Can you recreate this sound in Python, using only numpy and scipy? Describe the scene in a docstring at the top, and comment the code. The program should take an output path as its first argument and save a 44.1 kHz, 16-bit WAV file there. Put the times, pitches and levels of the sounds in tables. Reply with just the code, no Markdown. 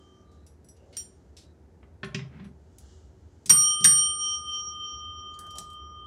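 """First you hear a low room rumble, rustling cloth and a faint ringing as a steel desk bell is turned
in the hands. Fingers tick on its loose plunger (the button on top) and clink on its base. The bell is
set down with a few thumps of the desk, then struck twice in the small, quiet room. Its dome rings with
many pure tones; tones very close in pitch drift in and out of step, so the ring slowly pulses."""
import sys
import numpy as np
from scipy import signal
from scipy.fft import rfft, irfft, next_fast_len
from scipy.io import wavfile
from scipy.ndimage import uniform_filter1d

SR = 44100
rng = np.random.default_rng(int(sys.argv[2]) if len(sys.argv) > 2 else 0)


def wav_record(signal):
    """Record a signal, one row per channel, as 16-bit PCM in the file named by sys.argv[1]."""
    frames = np.transpose(np.atleast_2d(signal))
    bounded = np.clip(frames, -1, 1)
    # unit amplitude maps onto the largest positive 16-bit level
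    quanta = np.round(bounded * 32767).astype(np.int16)
    wavfile.write(sys.argv[1], SR, quanta)


N = 267408

# Tone colour of the room noise: pitch_hz, relative_db
ROOM_NOISE_COLOUR = [(15, -71), (25, -47.5), (47, -13), (76, 5), (120, -11.5), (236, -17), (270, -17.5),
                     (373, -18.5), (516, -24), (936, -31), (1040, -38), (1560, -37.5), (2990, -50.5),
                     (6560, -50), (12500, -61.5), (16000, -73.5)]
# Loudness of the rumble over time: time_s, level_db
RUMBLE_LEVELS = [(0, -62.5), (.2, -58.5), (.6, -53), (.8, -56.5), (1.3, -56.5), (1.7, -53.5), (2.0, -56),
                 (2.2, -54), (2.55, -54), (3.2, -48), (3.6, -61.5), (4.1, -55), (4.85, -57.5),
                 (5.08, -51.5), (5.3, -54.5), (6.06, -51.5)]
# Faint hums: pitch_hz, width_hz, level_db
HUMS = [(376.9, 6.6, -70), (453, 12, -79)]
# Tone colour of the cloth hiss: pitch_hz, relative_db
CLOTH_COLOUR = [(710, -40), (1200, 1.5), (1670, -2), (2560, -19), (2860, 2.5), (3630, -3.5), (7150, 2),
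                (13000, -35.5)]
# Loudness of that hiss over time: time_s, level_db
CLOTH_LEVELS = [(0, -72.5), (.3, -89), (.34, -75), (.5, -92), (1.0, -73), (2.1, -105), (2.6, -82),
                (2.78, -74), (2.81, -67), (2.92, -65), (3.15, -79.5), (3.44, -75.5), (3.55, -90)]
# Hands rubbing on the bell: start_s, end_s, pitch_hz, width_hz, level_db
SCUFFS = [(0, 0.29, 5870, 1200, -77), (.22, .5, 3930, 297, -79.5), (.73, 0.904, 2780, 497, -79),
          (.76, 1, 510, 294, -61), (1.37, 1.55, 3920, 200, -76.5), (2.28, 2.518, 1660, 2000, -61),
          (2.28, 2.558, 177, 80, -46.5), (5.3, 5.394, 6800, 300, -71), (5.36, 5.508, 1560, 496, -64),
          (5.36, 5.514, 690, 397, -64.5), (5.526, 5.641, 706, 500, -56), (5.578, 5.61, 8070, 300, -44),
          (5.601, 5.774, 8040, 400, -68)]
# The dome's tones, and how long after a strike each is in step: pitch_hz, in_step_s
DOME_TONES = [(1181.65, 0), (1221.04, 0), (3127.34, .205), (3131.39, .205), (5667.3, .135), (5670.45, .135),
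              (8751.2, 0), (12359.2, 0), (8071, 0), (4351, 0), (2363, 0), (8751.0, 0)]
# Tones already ringing at the start, until a hand stops them: dome_row, level_db, stop_s
OPENING_TONES = [(0, -67, 0.36), (1, -70.5, 0.33), (3, -65, 0.14)]
# The desk's tones: pitch_hz
DESK_PITCHES = [132.8, 161.3, 198.9, 386, 600, 1080]
# How each one rings (ring_s is the time to fade by 60 dB): relative_db, ring_s
DESK_RINGS = [(-0.5, 0.25), (5, .12), (1.5, 0.13), (-10, 0.12), (-17, .09), (-18, .08)]
# The tones of the bell's base: pitch_hz
BASE_PITCHES = [3117, 5658, 7321, 8721, 8898, 9329, 10590, 14480]
# How each one rings: relative_db, ring_s
BASE_RINGS = [(-14, 0.13), (3.5, 0.17), (-13.5, 0.15), (-11, .1), (-1, .16), (-16, .1), (-26.5, .15),
              (-18.5, .15)]
# The plunger's tones: pitch_hz
PLUNGER_PITCHES = [5165, 5820, 5911, 7890, 8893, 9536, 9905, 10590, 11095]
# How each one rings: relative_db, ring_s
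PLUNGER_RINGS = [(-9, .08), (-3.5, 0.14), (-9.5, .1), (-5, .12), (-15.5, .1), (-6.5, .12), (-2, 0.18),
                 (-18, .15), (-7, .15)]
# Fingers on the plunger: start_s, crack_db, pitch_hz, fall_s, plunger_db
FINGER_TICKS = [(.315, -70.5, 6000, .017, -90), (.464, -59, 7100, 0.012, -60),
                (0.6447, -69, 8000, .003, -58.5), (.686, -63, 8000, 0.0038, -53),
                (.765, -65.5, 5800, .01, -80), (.926, -58, 3700, 0.074, -66),
                (1.366, -51, 5000, 0.035, -75), (2.044, -45.5, 4000, 0.0058, -59),
                (2.443, -60, 3000, 0.0099, -66), (2.783, -50, 9200, 0.0058, -59),
                (5.338, -59.5, 4970, 0.016, -82), (5.389, -44, 10000, 0.008, -51),
                (5.465, -55, 7500, .007, -78), (5.505, -51.5, 7700, 0.01, -73),
                (5.554, -51.5, 6500, 0.011, -72), (5.57, -53, 7000, .01, -76),
                (5.583, -33, 7000, .005, -62), (5.7, -56, 6930, 0.0075, -77), (5.729, -58, 8000, .008, -85)]
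# How long the room echoes: pitch_hz, ring_s
ECHO_TIMES = [(150, 0.48), (700, 0.57), (1800, 0.31), (5000, 0.27), (12000, .2)]
# A hit on the base: start_s, crack_db, pitch_hz, desk_db, base_db
BASE_CLINKS = [(.968, -41.5, 6360, -55.5, -31.5)]
# The bell or a hand landing on the desk: start_s, crack_db, pitch_hz, desk_db, tilt_db_per_octave
DESK_KNOCKS = [(1.827, -55.5, 1400, -57, 5), (2.03, -30, 1840, -35, 7), (2.144, -29, 3040, -27, 1),
               (2.19, -41.5, 1860, -35, -1), (2.226, -70, 2000, -50, 0), (2.33, -73, 1960, -48, -.6),
               (2.395, -52.5, 1730, -42, 0), (2.445, -61, 2000, -43.5, 1)]
# When the bell is struck: start_s
STRIKE_TIMES = [3.4955, 3.843]
# One push for each strike: strike_db, hand_before_s, hand_db, desk_db, spring_back_after_s
PLUNGER_PUSHES = [(-19.5, .0375, -36.5, -43, .119), (-17.5, .037, -44.5, -34.5, .131)]
# How each dome tone rings when struck: ring_s, first_strike_db, second_strike_db
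DOME_RINGS = [(40.12, -50.5, -53.5), (22.5, -36, -38.5), (15, -42.5, -40), (8.99, -28, -29),
              (2.974, -24.5, -28.5), (2.79, -19.5, -21.5), (0.82, -11.5, -10), (0.4426, -25.5, -30.5),
              (.6, -59, -46), (2, -71.5, -60), (8, -78, -76), (1.3, -36, -33)]
# Tone pairs that drop a step while under a falling limit: pitch_hz, limit_db, fall_db_per_s, step_db
PAIR_STEPS = [(3129, -32.5, 1.9, -7.5), (5669, -23, 19.5, -5)]
# Brief jumps in the loudness of those pairs: pitch_hz, start_s, end_s, change_db
PAIR_JUMPS = [(3129, 3.51, 3.565, -5), (3129, 3.565, 3.64, -9.5), (3129, 4.73, 4.8, -6.5),
              (3129, 4.84, 4.95, 8), (3129, 4.98, 5.05, -5), (3129, 5.08, 5.2, 5.5),
              (5669, 3.48, 3.512, 19), (5669, 3.512, 3.53, 7), (5669, 3.54, 3.57, -11),
              (5669, 3.851, 3.868, 17), (5669, 3.872, 3.89, -14.5), (5669, 3.9, 3.99, -2),
              (5669, 5, 4.65, -5), (5669, 4.67, 4.74, 6), (5669, 5.22, 5.5, -9)]

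SILENT_DB, AIR_DB = -np.inf, -59
TICK_RISE_S, TICK_DESK_DB, TICK_BASE_DB = 0.0016, -14.5, -22  # both levels are added to the crack's
KNOCK_RISE_S, KNOCK_FALL_S = 0.0031, 0.0086
METAL_HZ, METAL_RISE_S, METAL_FALL_S = 6800, .0008, 0.011


def gain(db):
    """Turns decibels into a number to multiply a sound by."""
    return 10 ** (np.asarray(db) / 20)


def normalise(sound):
    """Scales a sound to an average power of 1."""
    return sound / np.sqrt(np.mean(sound ** 2) + 1e-20)


def look_up(table, hz):
    """Reads a table between its rows, on a musical (logarithmic) pitch scale."""
    pitches, values = np.transpose(table)
    return np.interp(np.log(hz + 1), np.log(pitches + 1), values)


def loudness_curve(levels):
    """Joins rows of time_s, level_db into a gain for every sample."""
    return gain(np.interp(np.arange(N) / SR, *np.transpose(levels)))


def add(mix, start_s, sound):
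    """Mixes a sound in at its start time."""
    part = mix[round(start_s * SR):][:len(sound)]
    part += sound[:len(part)]


def noise(colour, size=N):
    """Noise of power 1; colour(hz) says how strong each pitch is."""
    padded = next_fast_len(size, True)
    spectrum = rfft(rng.standard_normal(padded)) * colour(np.fft.rfftfreq(padded, 1 / SR))
    return normalise(irfft(spectrum, padded)[:size])


def narrow_noise(hz, width_hz, size=N):
    """Noise gathered around one pitch."""
    return noise(lambda f: 1 / (1 + (2 * (f - hz) / width_hz) ** 2), size)


def room_noise():
    """A rumble below about 110 Hz swells and sinks under steady air noise and wavering hums."""
    rumble = noise(lambda f: gain(look_up(ROOM_NOISE_COLOUR, f)) / (1 + (f / 110) ** 6))
    air = noise(lambda f: gain(look_up(ROOM_NOISE_COLOUR, f)) / (1 + (110 / (f + 1)) ** 6))
    hums = sum(gain(db) * narrow_noise(hz, width_hz) for hz, width_hz, db in HUMS)
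    return loudness_curve(RUMBLE_LEVELS) * rumble + gain(AIR_DB) * air + hums


def rustle_and_scuffs():
    """Sleeves hiss as the arms move, and hands rub on the bell."""
    out = loudness_curve(CLOTH_LEVELS) * noise(lambda f: gain(look_up(CLOTH_COLOUR, f)))
    for start_s, end_s, hz, width_hz, db in SCUFFS:
        size = round((end_s - start_s) * SR)
        fade = signal.windows.tukey(size, .6)
        add(out, start_s, gain(db) * fade * narrow_noise(hz, width_hz, size))
    return out


def opening_ring():
    """The dome is already ringing faintly; a hand damps it by 114 dB a second."""
    t = np.arange(N) / SR
    return sum(gain(db - 114 * np.maximum(t - stop_s, 0)) * np.sin(2 * np.pi * DOME_TONES[round(i)][0] * t)
               for i, db, stop_s in OPENING_TONES)


def ring(pitches, rings, push, tilt_db=0):
    """A push sets an object's tones ringing; each octave up is tilt_db louder."""
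    t = np.arange(SR // 3) / SR
    tones = sum(gain(db + tilt_db * np.log2(hz / pitches[0]) - 60 * t / ring_s)
                * np.sin(2 * np.pi * hz * t) for hz, (db, ring_s) in zip(pitches, rings))
    return signal.fftconvolve(tones, push / np.linalg.norm(push))


def tap(start_s, crack_db, hz, rise_s, fall_s,
        desk_db=SILENT_DB, base_db=SILENT_DB, plunger_db=SILENT_DB, tilt_db=0):
    """One touch gives two tracks: a crack of noise, and the ringing of desk, base and plunger."""
    cracks, rings = np.zeros((2, N))
    t = np.arange(4096) / SR
    shape = np.minimum(t / rise_s, 1) ** 2 * np.exp(-np.maximum(t - rise_s, 0) / fall_s)
    # Random bumps in the spectrum give each crack a slightly different colour.
    bumps_db = 2.5 * normalise(uniform_filter1d(rng.standard_normal(len(t) // 2 + 1), size=20))

    def crack_colour(f):
        """A broad hump near hz, with the highest treble softened."""
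        hump = (f / hz) ** 1.73 / (1 + (f / hz) ** 3.31)
        return gain(bumps_db) * hump / (1 + (f / (2.1 * hz)) ** 4) / (1 + (f / 12000) ** 4.5)

    add(cracks, start_s, gain(crack_db) * noise(crack_colour, len(t)) * shape)
    thump = ring(DESK_PITCHES, DESK_RINGS, np.ones(1), tilt_db)
    swell = 1 - np.exp(-(np.arange(len(thump)) / SR / 0.006) ** 2)  # the heavy desk is slow to move
    add(rings, start_s, gain(desk_db) * thump * swell)
    rattle = rng.standard_normal(len(t)) * shape ** 0.51
    rattle[round(rise_s * SR / 2)] += 0.89 * np.linalg.norm(rattle)  # one clean tick leads the rattle
    add(rings, start_s, gain(base_db) * ring(BASE_PITCHES, BASE_RINGS, rattle))
    add(rings, start_s, gain(plunger_db) * ring(PLUNGER_PITCHES, PLUNGER_RINGS, rattle))
    return np.array([cracks, rings])


def finger_ticks():
    """Fingers rattle the loose plunger; the desk and base ring along."""
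    return sum(tap(start_s, db, hz, TICK_RISE_S, fall_s, db + TICK_DESK_DB, db + TICK_BASE_DB, plunger_db)
               for start_s, db, hz, fall_s, plunger_db in FINGER_TICKS)


def room_echo(sound):
    """The room returns many scattered echoes; each pitch fades at its own speed."""
    echoes = np.zeros(SR // 2)
    slots = np.arange(100, len(echoes) - 20, 20)
    echoes[slots + rng.integers(0, 20, len(slots))] = rng.choice([-1., 1.], len(slots))
    hz, t, spectrum = signal.stft(echoes, SR, nperseg=256)
    fade = gain(-60 * t / look_up(ECHO_TIMES, hz)[:, None])
    tail = signal.istft(spectrum * fade, SR, nperseg=256)[1]
    return signal.fftconvolve(sound, tail / np.linalg.norm(tail))[:N]


def base_clink():
    """The metal base is bumped in the hands and rings briefly."""
    return sum(tap(start_s, db, hz, METAL_RISE_S, METAL_FALL_S, desk_db, base_db)
               for start_s, db, hz, desk_db, base_db in BASE_CLINKS)


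def desk_knocks():
    """The desk thumps when the bell or a hand lands on it."""
    return sum(tap(start_s, db, hz, KNOCK_RISE_S, KNOCK_FALL_S, desk_db, tilt_db=tilt_db)
               for start_s, db, hz, desk_db, tilt_db in DESK_KNOCKS)


def plunger_pushes():
    """Four taps a push: the hand lands, the clapper hits, the desk thuds, the plunger springs back."""
    out = np.zeros((2, N))
    for strike_s, (db, before_s, hand_db, desk_db, after_s) in zip(STRIKE_TIMES, PLUNGER_PUSHES):
        out += tap(strike_s - before_s, hand_db, METAL_HZ, TICK_RISE_S, METAL_FALL_S, desk_db,
                   base_db=hand_db + TICK_BASE_DB, plunger_db=hand_db + TICK_BASE_DB)
        out += tap(strike_s - METAL_RISE_S, db, METAL_HZ, METAL_RISE_S, METAL_FALL_S,
                   base_db=db - 2, plunger_db=db - 24)
        out += tap(strike_s + 0.0032, crack_db=-24, hz=1910, rise_s=KNOCK_RISE_S, fall_s=KNOCK_FALL_S,
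                   desk_db=-28.5)
        out += tap(strike_s + after_s, crack_db=-37, hz=METAL_HZ, rise_s=.005, fall_s=METAL_FALL_S,
                   desk_db=-47.5, plunger_db=-60)
    return out


def pair_flicker(pair, hz, limit_db, fall_db_per_s, step_db):
    """A gain that makes a pair of tones dip when it is quiet, jump briefly and flutter."""
    t = np.arange(N) / SR
    age_s = t - np.where(t < STRIKE_TIMES[1], *STRIKE_TIMES)
    under_db = limit_db - fall_db_per_s * age_s - 20 * np.log10(abs(pair) + 1e-9)
    dip_db = step_db * (1 + np.tanh(under_db / .8)) / 2
    jumps_db = sum(db * (t > start_s) * (t < end_s)
                   for pair_hz, start_s, end_s, db in PAIR_JUMPS if abs(pair_hz - hz) < 400)
    flutter_db = 1.28 * noise(lambda f: (f / 25) / (1 + (f / 25) ** 3))
    return uniform_filter1d(gain(dip_db + jumps_db), size=400) * gain(flutter_db)


def dome_ring():
    """Each time the clapper touches the rim, it stops the old ring and starts a new one."""
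    t = np.arange(N) / SR
    tones = np.zeros((len(DOME_RINGS), N), complex)  # abs() is the strength, .imag is the sound
    for tone, (hz, in_step_s), (ring_s, *strikes_db) in zip(tones, DOME_TONES, DOME_RINGS):
        for start_s, end_s, db in zip(STRIKE_TIMES, STRIKE_TIMES[1:] + [np.inf], strikes_db):
            age_s = t[round(start_s * SR):] - start_s
            swell = 1 - np.exp(-age_s * hz / 14)  # builds up over about 14 vibrations
            stop = np.exp(-np.maximum(age_s + start_s - end_s, 0) / 0.0047)
            wave = np.exp(2j * np.pi * hz * (age_s - in_step_s))
            add(tone, start_s, gain(db - 60 * age_s / ring_s) * swell * stop * wave)
    for hz, *step in PAIR_STEPS:
        pair = abs(np.array(DOME_TONES)[:, 0] - hz) < 9  # the two tones within 9 Hz of this pitch
        tones[pair] *= pair_flicker(tones[pair].sum(0), hz, *step)
    return tones.imag.sum(0)


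def scene():
    """All the sounds at one microphone; only the taps get an echo."""
    cracks, rings = finger_ticks() + desk_knocks() + base_clink() + plunger_pushes()
    dome = opening_ring() + dome_ring()
    echoes = gain(-6.5) * room_echo(cracks) + gain(-7.0) * room_echo(rings)
    return (dome + rings + cracks + echoes + room_noise() + rustle_and_scuffs())[None]


def record(dry):
    """The microphone loses bass below 42 Hz, and treble above 16400 Hz is cut off."""
    bass_cut = signal.butter(3, 42, "high", fs=SR, output="sos")
    treble_cut = signal.firwin(511, 16400, window=("kaiser", 9), fs=SR)
    return signal.oaconvolve(signal.sosfilt(bass_cut, dry), treble_cut[None], "same")


dry = scene()
out = record(dry)
wav_record(out)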